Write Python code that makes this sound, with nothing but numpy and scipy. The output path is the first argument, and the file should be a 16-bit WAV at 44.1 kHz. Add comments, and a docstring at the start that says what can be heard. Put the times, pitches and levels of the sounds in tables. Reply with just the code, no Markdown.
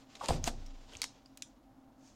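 """A thick paper pad is stood on a workbench and opened, close to the microphone.
Its stiff sheets snap under impulsive forces and hiss with sliding friction. Fingers rub the cover
by stick-slip, and the edge lands twice, knocking and exciting the damped modes of the bench.
The opening pages push a puff of air. A small, hard-walled room reverberates and hums faintly."""
import sys
import numpy as np
from scipy import signal
from scipy.fft import rfft, irfft, next_fast_len
from scipy.io import wavfile
from scipy.ndimage import map_coordinates

SR = 44100
rng = np.random.default_rng(int(sys.argv[2]) if len(sys.argv) > 2 else 0)


def persist_wave(psi):
    """Save psi, clipped to +-1, as 16-bit WAV."""
    counts = np.round(np.clip(psi, -1, 1) * 32767).astype(np.int16)
    wavfile.write(sys.argv[1], SR, np.atleast_2d(counts).T)


N = 94815
T = np.arange(N) / SR

# Snaps: (time [s], level [dB], centre [Hz], width [octaves], T60 [s], cutoff [Hz])
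SNAPS = [(0.1529, -47, 2760, 0.81, 0.02, 13000), (0.2592, -38.5, 4370, 0.77, 0.0032, 10000),
         (0.2847, -34, 3380, 0.45, 0.041, 10500), (0.2843, -37.5, 8360, 0.31, 0.03, 11100),
         (0.4411, -30, 6100, 0.1, 0.0051, 15000), (0.4438, -46, 4160, 2, 0.024, 15000),
         (.4585, -47, 3000, 2.9, 0.011, 14000), (0.4752, -33, 2540, 1.8, 0.045, 13800),
         (0.662, -54, 5560, 0.075, 0.022, 15000), (0.9351, -50, 3080, 0.11, 0.0036, 10000),
         (0.9522, -44, 2980, 0.32, 0.0034, 10000), (0.969, -44.5, 6700, 0.28, 0.011, 12100),
         (1.0178, -28.5, 5570, 0.5, 0.0033, 19000), (1.0176, -34.5, 2170, 0.15, 0.0062, 15000),
         (1.0199, -33.5, 4580, 0.14, 0.01, 10000), (1.0263, -45, 4600, 0.24, 0.033, 9500),
         (1.0318, -40, 2200, 1.1, 0.0093, 13000), (1.041, -31.5, 3960, 1.48, 0.0076, 10200),
         (1.0437, -47, 4730, 1.4, 0.019, 10100), (1.259, -55, 5020, 0.083, 0.016, 10500),
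         (1.3733, -48.5, 7450, 1.45, 0.015, 18000), (1.4218, -38.5, 6770, 0.26, 0.016, 18000),
         (1.422, -38.5, 3570, 0.46, 0.011, 15900)]
# Response of the paper: (frequency [Hz], gain [dB])
PAPER_RESPONSE = [(200, -10), (900, 6.5), (1700, 2), (2250, 3), (2900, 0.5), (4600, 1), (5600, -1.5),
                  (6700, 3), (8500, -2), (11000, -6.5), (15500, -9)]
def sheet_snaps(widen=1, size=8192):
    """Impulse excitation: a sharp push and a dying flutter drive one resonant band of a stiff sheet."""
    out, t, hz = np.zeros(N), np.arange(size) / SR, np.fft.rfftfreq(size, 1 / SR)
    rise_s = 0.00033
    for start, db, centre_hz, octaves, t60, cutoff_hz in SNAPS:
        force = rng.standard_normal(size) * amp(-60 * t / t60) * (1 - np.exp(-t / rise_s))
        force[round(rise_s * SR)] += 1.94  # the push
        crack = amp(-16.5) * band(hz, 5950, octaves=1.65)
        resonance = band(hz, centre_hz, octaves * widen) + crack
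        gain = resonance * amp(log_interp(PAPER_RESPONSE, hz)) / np.sqrt(1 + (hz / cutoff_hz) ** 10)
        snap = irfft(rfft(force) * minimum_phase(gain + 0.00105))
        duration_s = 0.002 + t60 / np.log(1e6)  # the level is an rms over this span
        add(out, start, amp(db) * snap * np.sqrt(duration_s * SR / np.sum(snap ** 2)))
    return out


# Knocks: (time [s], level [dB], pitch [Hz], T60 [s], rattle amplitude [ratio])
KNOCKS = [(0.2885, -23, 520, 0.026, 0.92), (.3066, -16, 744, 0.015, 0.22), (0.4755, -27, 699, 0.045, 0.54),
          (0.4752, -33.5, 250, 0.023, 0.64), (1.0403, -46, 1030, 0.014, 0.41)]
def edge_knocks(rise_s=0.00028):
    """Damped oscillation: the block of paper rings and rattles briefly where its edge strikes."""
    out = np.zeros(N)
    for start, db, pitch_hz, t60, roughness in KNOCKS:
        ring = np.sin(2 * np.pi * pitch_hz * T) + roughness * band_noise(pitch_hz, octaves=0.83)
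        add(out, start, ring * amp(db - 60 * T / t60) * (1 - np.exp(-T / rise_s)))
    return out


# Impacts of the pad's weight: (time [s], ring gain [dB], thud level [dB])
LANDINGS = [(.288, -5, -34.5), (.299, 3, -37), (0.477, -13, -49.5)]
# Modes of the bench: (frequency [Hz], relative level [dB], T60 [s])
BENCH_MODES = [(26.35, -32.5, 1.19), (77.9, -38, 0.38), (86.2, -45, 1.1), (135.1, -44.5, 0.68),
               (155.3, -34, 0.35), (241, -43.5, 0.57), (308.8, -41, 0.21), (517, -47, 0.45),
               (591, -50, 0.39), (657, -55, 0.25)]
# Spectra of the thud and of things shuddering on the bench: (frequency [Hz], relative level [dB])
THUD_SPECTRUM = [(30, -12), (80, 7.5), (160, 0), (200, -21), (300, -6), (500, -4.5), (750, -8), (1100, -20),
                 (2000, -43), (8000, -71.5)]
RUMBLE_SPECTRUM = [(15, -28), (35, -8), (55, 12), (85, -0.5), (130, 4.5), (200, -15), (300, -10),
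                   (600, -52.5)]
def bench(rise_s=0.0036, thud_t60=0.36, rumble_t60=0.92):
    """Modal vibration: each impact rings the bench, with a short thud and a longer rumble."""
    out = np.zeros(N)
    waver_db, waver_cycles = 3.5, 5.1  # the hands damp the modes unevenly
    for start, ring_db, thud_db in LANDINGS:
        ring = np.zeros(N)
        for hz, db, t60 in BENCH_MODES:
            envelope = amp(db - 60 * T / t60 + waver_db * wobble(hz / waver_cycles))
            ring += envelope * np.sin(2 * np.pi * hz * T)
        thud = noise(THUD_SPECTRUM) * amp(thud_db - 60 * T / thud_t60)
        rumble = noise(RUMBLE_SPECTRUM) * amp(thud_db - 5.5 - 60 * T / rumble_t60)
        add(out, start, (thud + rumble - amp(ring_db) * ring) * (1 - np.exp(-T / rise_s)))
    return out


# Envelopes of sheets sliding and of open pages settling: (time [s], level [dB])
SLIDE_LEVEL = [(0, -62), (.07, -71.5), (.14, -60.5), (.185, -60), (.24, -50), (.275, -51), (.30, -43.5),
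               (.36, -52), (.41, -66.5), (.445, -54), (.474, -41), (.51, -59), (.56, -65), (.62, -63.5),
               (.75, -66.5), (.89, -63), (.94, -56.5), (1.0, -61.5), (1.04, -68), (1.12, -66.5),
               (1.16, -67), (1.195, -69), (1.225, -74), (1.3, -75), (1.5, -74.5), (1.62, -81)]
SETTLE_LEVEL = [(1.93, -100), (1.98, -82), (2.06, -65), (2.095, -69), (2.15, -75)]
# Their spectra: (frequency [Hz], relative level [dB])
SLIDE_SPECTRUM = [(150, 5), (600, 8.5), (1100, 4.5), (1700, 0.5), (3000, 3.5), (5000, .5), (6000, -1),
                  (7300, -2), (9500, -40), (15500, -33)]
SETTLE_SPECTRUM = [(300, -18), (1800, -4.5), (4000, -3.5), (6500, 3), (9000, -12), (14000, -28)]
def sliding(envelope, spectrum, grains_per_s=1400, grain_share=0.26, waver_db=2):
    """Sliding friction: paper fibres catch and release, making tiny grains in a soft hiss."""
    grains = unit((rng.random(N) < grains_per_s / SR) * rng.standard_normal(N))
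    friction = np.sqrt(grain_share) * grains + np.sqrt(1 - grain_share) * rng.standard_normal(N)
    level_db = np.interp(T, *np.transpose(envelope), left=-120) + waver_db * wobble(70.2)
    return amp(level_db) * unit(filtered(friction, lambda hz: amp(log_interp(spectrum, hz))))


# Spectrum of the crinkle: (frequency [Hz], relative level [dB])
CRINKLE_SPECTRUM = [(1500, -33), (2400, -14), (3400, 2), (4200, -18), (4900, 14.5), (6000, -37), (7200, 2),
                    (8400, 7), (9500, -2), (11000, -5), (12200, -5.5), (14000, -17), (15500, -25)]
def crinkle(exponent=1.69, clumps_per_s=400):
    """Power-law growth: as the sheets slide harder, their crinkle rises faster than their hiss."""
    slide_db = np.interp(T, *np.transpose(SLIDE_LEVEL))
    peak_db = slide_db.max()
    clumps = unit(noise(CRINKLE_SPECTRUM) * amp(wobble(clumps_per_s)))
    return clumps * amp(peak_db - 1 + exponent * (slide_db - peak_db))


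# Rubs on the cover: (time [s], level [dB], duration [s], band centre [Hz])
RUBS = [(0.209, -42, 0.024, 964), (0.222, -46, 0.025, 740), (0.235, -45.5, 0.03, 920)]
def finger_rubs(slips_per_s=480, scatter_db=8.5):
    """Stick-slip friction: skin judders over the cover in short swells of uneven pulses."""
    out = np.zeros(N)
    for start, db, duration, centre_hz in RUBS:
        slip_count = np.cumsum(slips_per_s * np.exp(0.22 * wobble(200))) / SR
        slips = np.diff(np.floor(slip_count), prepend=0) * amp(scatter_db * wobble(292.65))
        rub = filtered(slips, lambda hz: band(hz, centre_hz, 0.32) + amp(-24) * band(hz, 550, 0.38))
        swell = np.sin(np.pi * T[T < duration] / duration)
        add(out, start, amp(db) * unit(rub[round(start * SR):][:len(swell)] * swell))
    return out


def air_puff(peak_s=0.982, width_s=0.02, level_db=-58.5):
    """Air displacement: the opening pages fan a low pressure pulse at the microphone."""
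    return band_noise(72, octaves=0.43) * amp(level_db) * np.exp(-0.5 * ((T - peak_s) / width_s) ** 2)


# Reverberation time of the room: (frequency [Hz], T60 [s])
ROOM_T60 = [(200, 0.78), (1000, 0.13), (2500, 0.09), (5500, 0.25), (9000, 0.16), (15000, 0.094)]
def room(x, delay_s=0.003, build_s=0.00043):
    """Diffuse reverberation: each of seven stretches of x excites its own exponentially dying tail."""
    out = np.zeros(N)
    for part in np.array_split(np.arange(N), 7):
        hz, t, spectrogram = signal.stft(rng.standard_normal(SR // 2), SR, nperseg=256)
        decay = amp(-60 * t / log_interp(ROOM_T60, hz)[:, None])
        tail = signal.istft(spectrogram * decay, SR)[1]
        tail *= 1 - np.exp(-T[:len(tail)] / build_s)
        add(out, part[0] / SR + delay_s, signal.fftconvolve(x[part], tail / np.linalg.norm(tail)))
    return out


# Hum tones: (frequency [Hz], level [dB], waver rate [Hz])
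HUM_TONES = [(266.3, -66, 16), (311, -81.5, 3.19), (786, -77, 11)]
# Spectrum of the room air: (frequency [Hz], relative level [dB])
AIR_SPECTRUM = [(20, -17), (42, -7), (85, -20.5), (122, -9.5), (170, -20), (270, -4.5), (400, -26),
                (580, -17.5), (800, -20), (1300, -28), (2600, -42), (6000, -47.5), (15500, -48)]
def hum(depth=0.42, air_db=-63):
    """Random modulation: tones waver in amplitude and phase, as of a distant fan, over quiet air."""
    tones = np.zeros(N)
    for hz, db, rate in HUM_TONES:
        phasor = 1 + depth * (wobble(2 * rate) + 1j * wobble(2 * rate))
        tones += amp(db) * unit(np.real(phasor * np.exp(2j * np.pi * hz * T)))
    return tones + amp(air_db) * noise(AIR_SPECTRUM)


def amp(db):
    """Decibels to amplitude ratio."""
    return 10 ** (np.asarray(db) / 20)


def unit(x):
    """Normalisation to rms 1."""
    return x / np.sqrt(np.mean(x ** 2) + 1e-20)


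def log_interp(points, hz):
    """Interpolation of (frequency [Hz], value) points on a log axis."""
    frequencies, values = np.transpose(points)
    return np.interp(np.log(hz + 1), np.log(frequencies + 1), values)


def band(hz, centre_hz, octaves):
    """A Gaussian passband on a log axis."""
    return np.exp(-0.5 * (np.log2((hz + 1) / centre_hz) / octaves) ** 2)


def wobble(rate):
    """A random spline with rate knots a second."""
    return map_coordinates(rng.standard_normal(size=2048), [T * rate], mode="wrap")


def filtered(x, gain):
    """Zero-phase filtering by a gain of frequency."""
    size = next_fast_len(N + SR // 2)
    return irfft(rfft(x, size) * gain(np.fft.rfftfreq(size, 1 / SR)), size)[:N]


def minimum_phase(gain):
    """The causal response with this magnitude, by folding the cepstrum."""
    cepstrum = irfft(np.log(gain))
    half = len(cepstrum) // 2
    cepstrum[1:half] *= 2
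    cepstrum[half + 1:] = 0
    return np.exp(rfft(cepstrum))


def noise(spectrum):
    """Coloured noise of rms 1."""
    return unit(filtered(rng.standard_normal(N), lambda hz: amp(log_interp(spectrum, hz))))


def band_noise(centre_hz, octaves):
    """Bandpass noise of rms 1."""
    return unit(filtered(rng.standard_normal(N), lambda hz: band(hz, centre_hz, octaves)))


def add(track, start_s, x):
    """Mix x into the track from start_s."""
    part = track[max(round(start_s * SR), 0):][:len(x)]
    part += x[:len(part)]


def scene(directions=4, room_db=-13):
    """Superposition: the direct sound of pad and bench adds to the room's reverberation and hum."""
    handling = edge_knocks() + finger_rubs() + sliding(SLIDE_LEVEL, SLIDE_SPECTRUM) + crinkle()
    handling += sliding(SETTLE_LEVEL, SETTLE_SPECTRUM)
    # The whole sheet radiates a broader band into the room than its nearest part does.
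    scattered = sum(sheet_snaps(widen=1.56) for _ in range(directions)) / np.sqrt(directions)
    direct = sheet_snaps() + handling
    reverberation = amp(room_db) * room(scattered + handling)
    return (direct + reverberation + bench() + air_puff() + hum())[None]


def record(dry, limit_hz=16000):
    """Band limiting: the microphone passes nothing above its upper limit."""
    return filtered(dry[0], lambda hz: hz < limit_hz)[None]


dry = scene()
out = record(dry)
persist_wave(out)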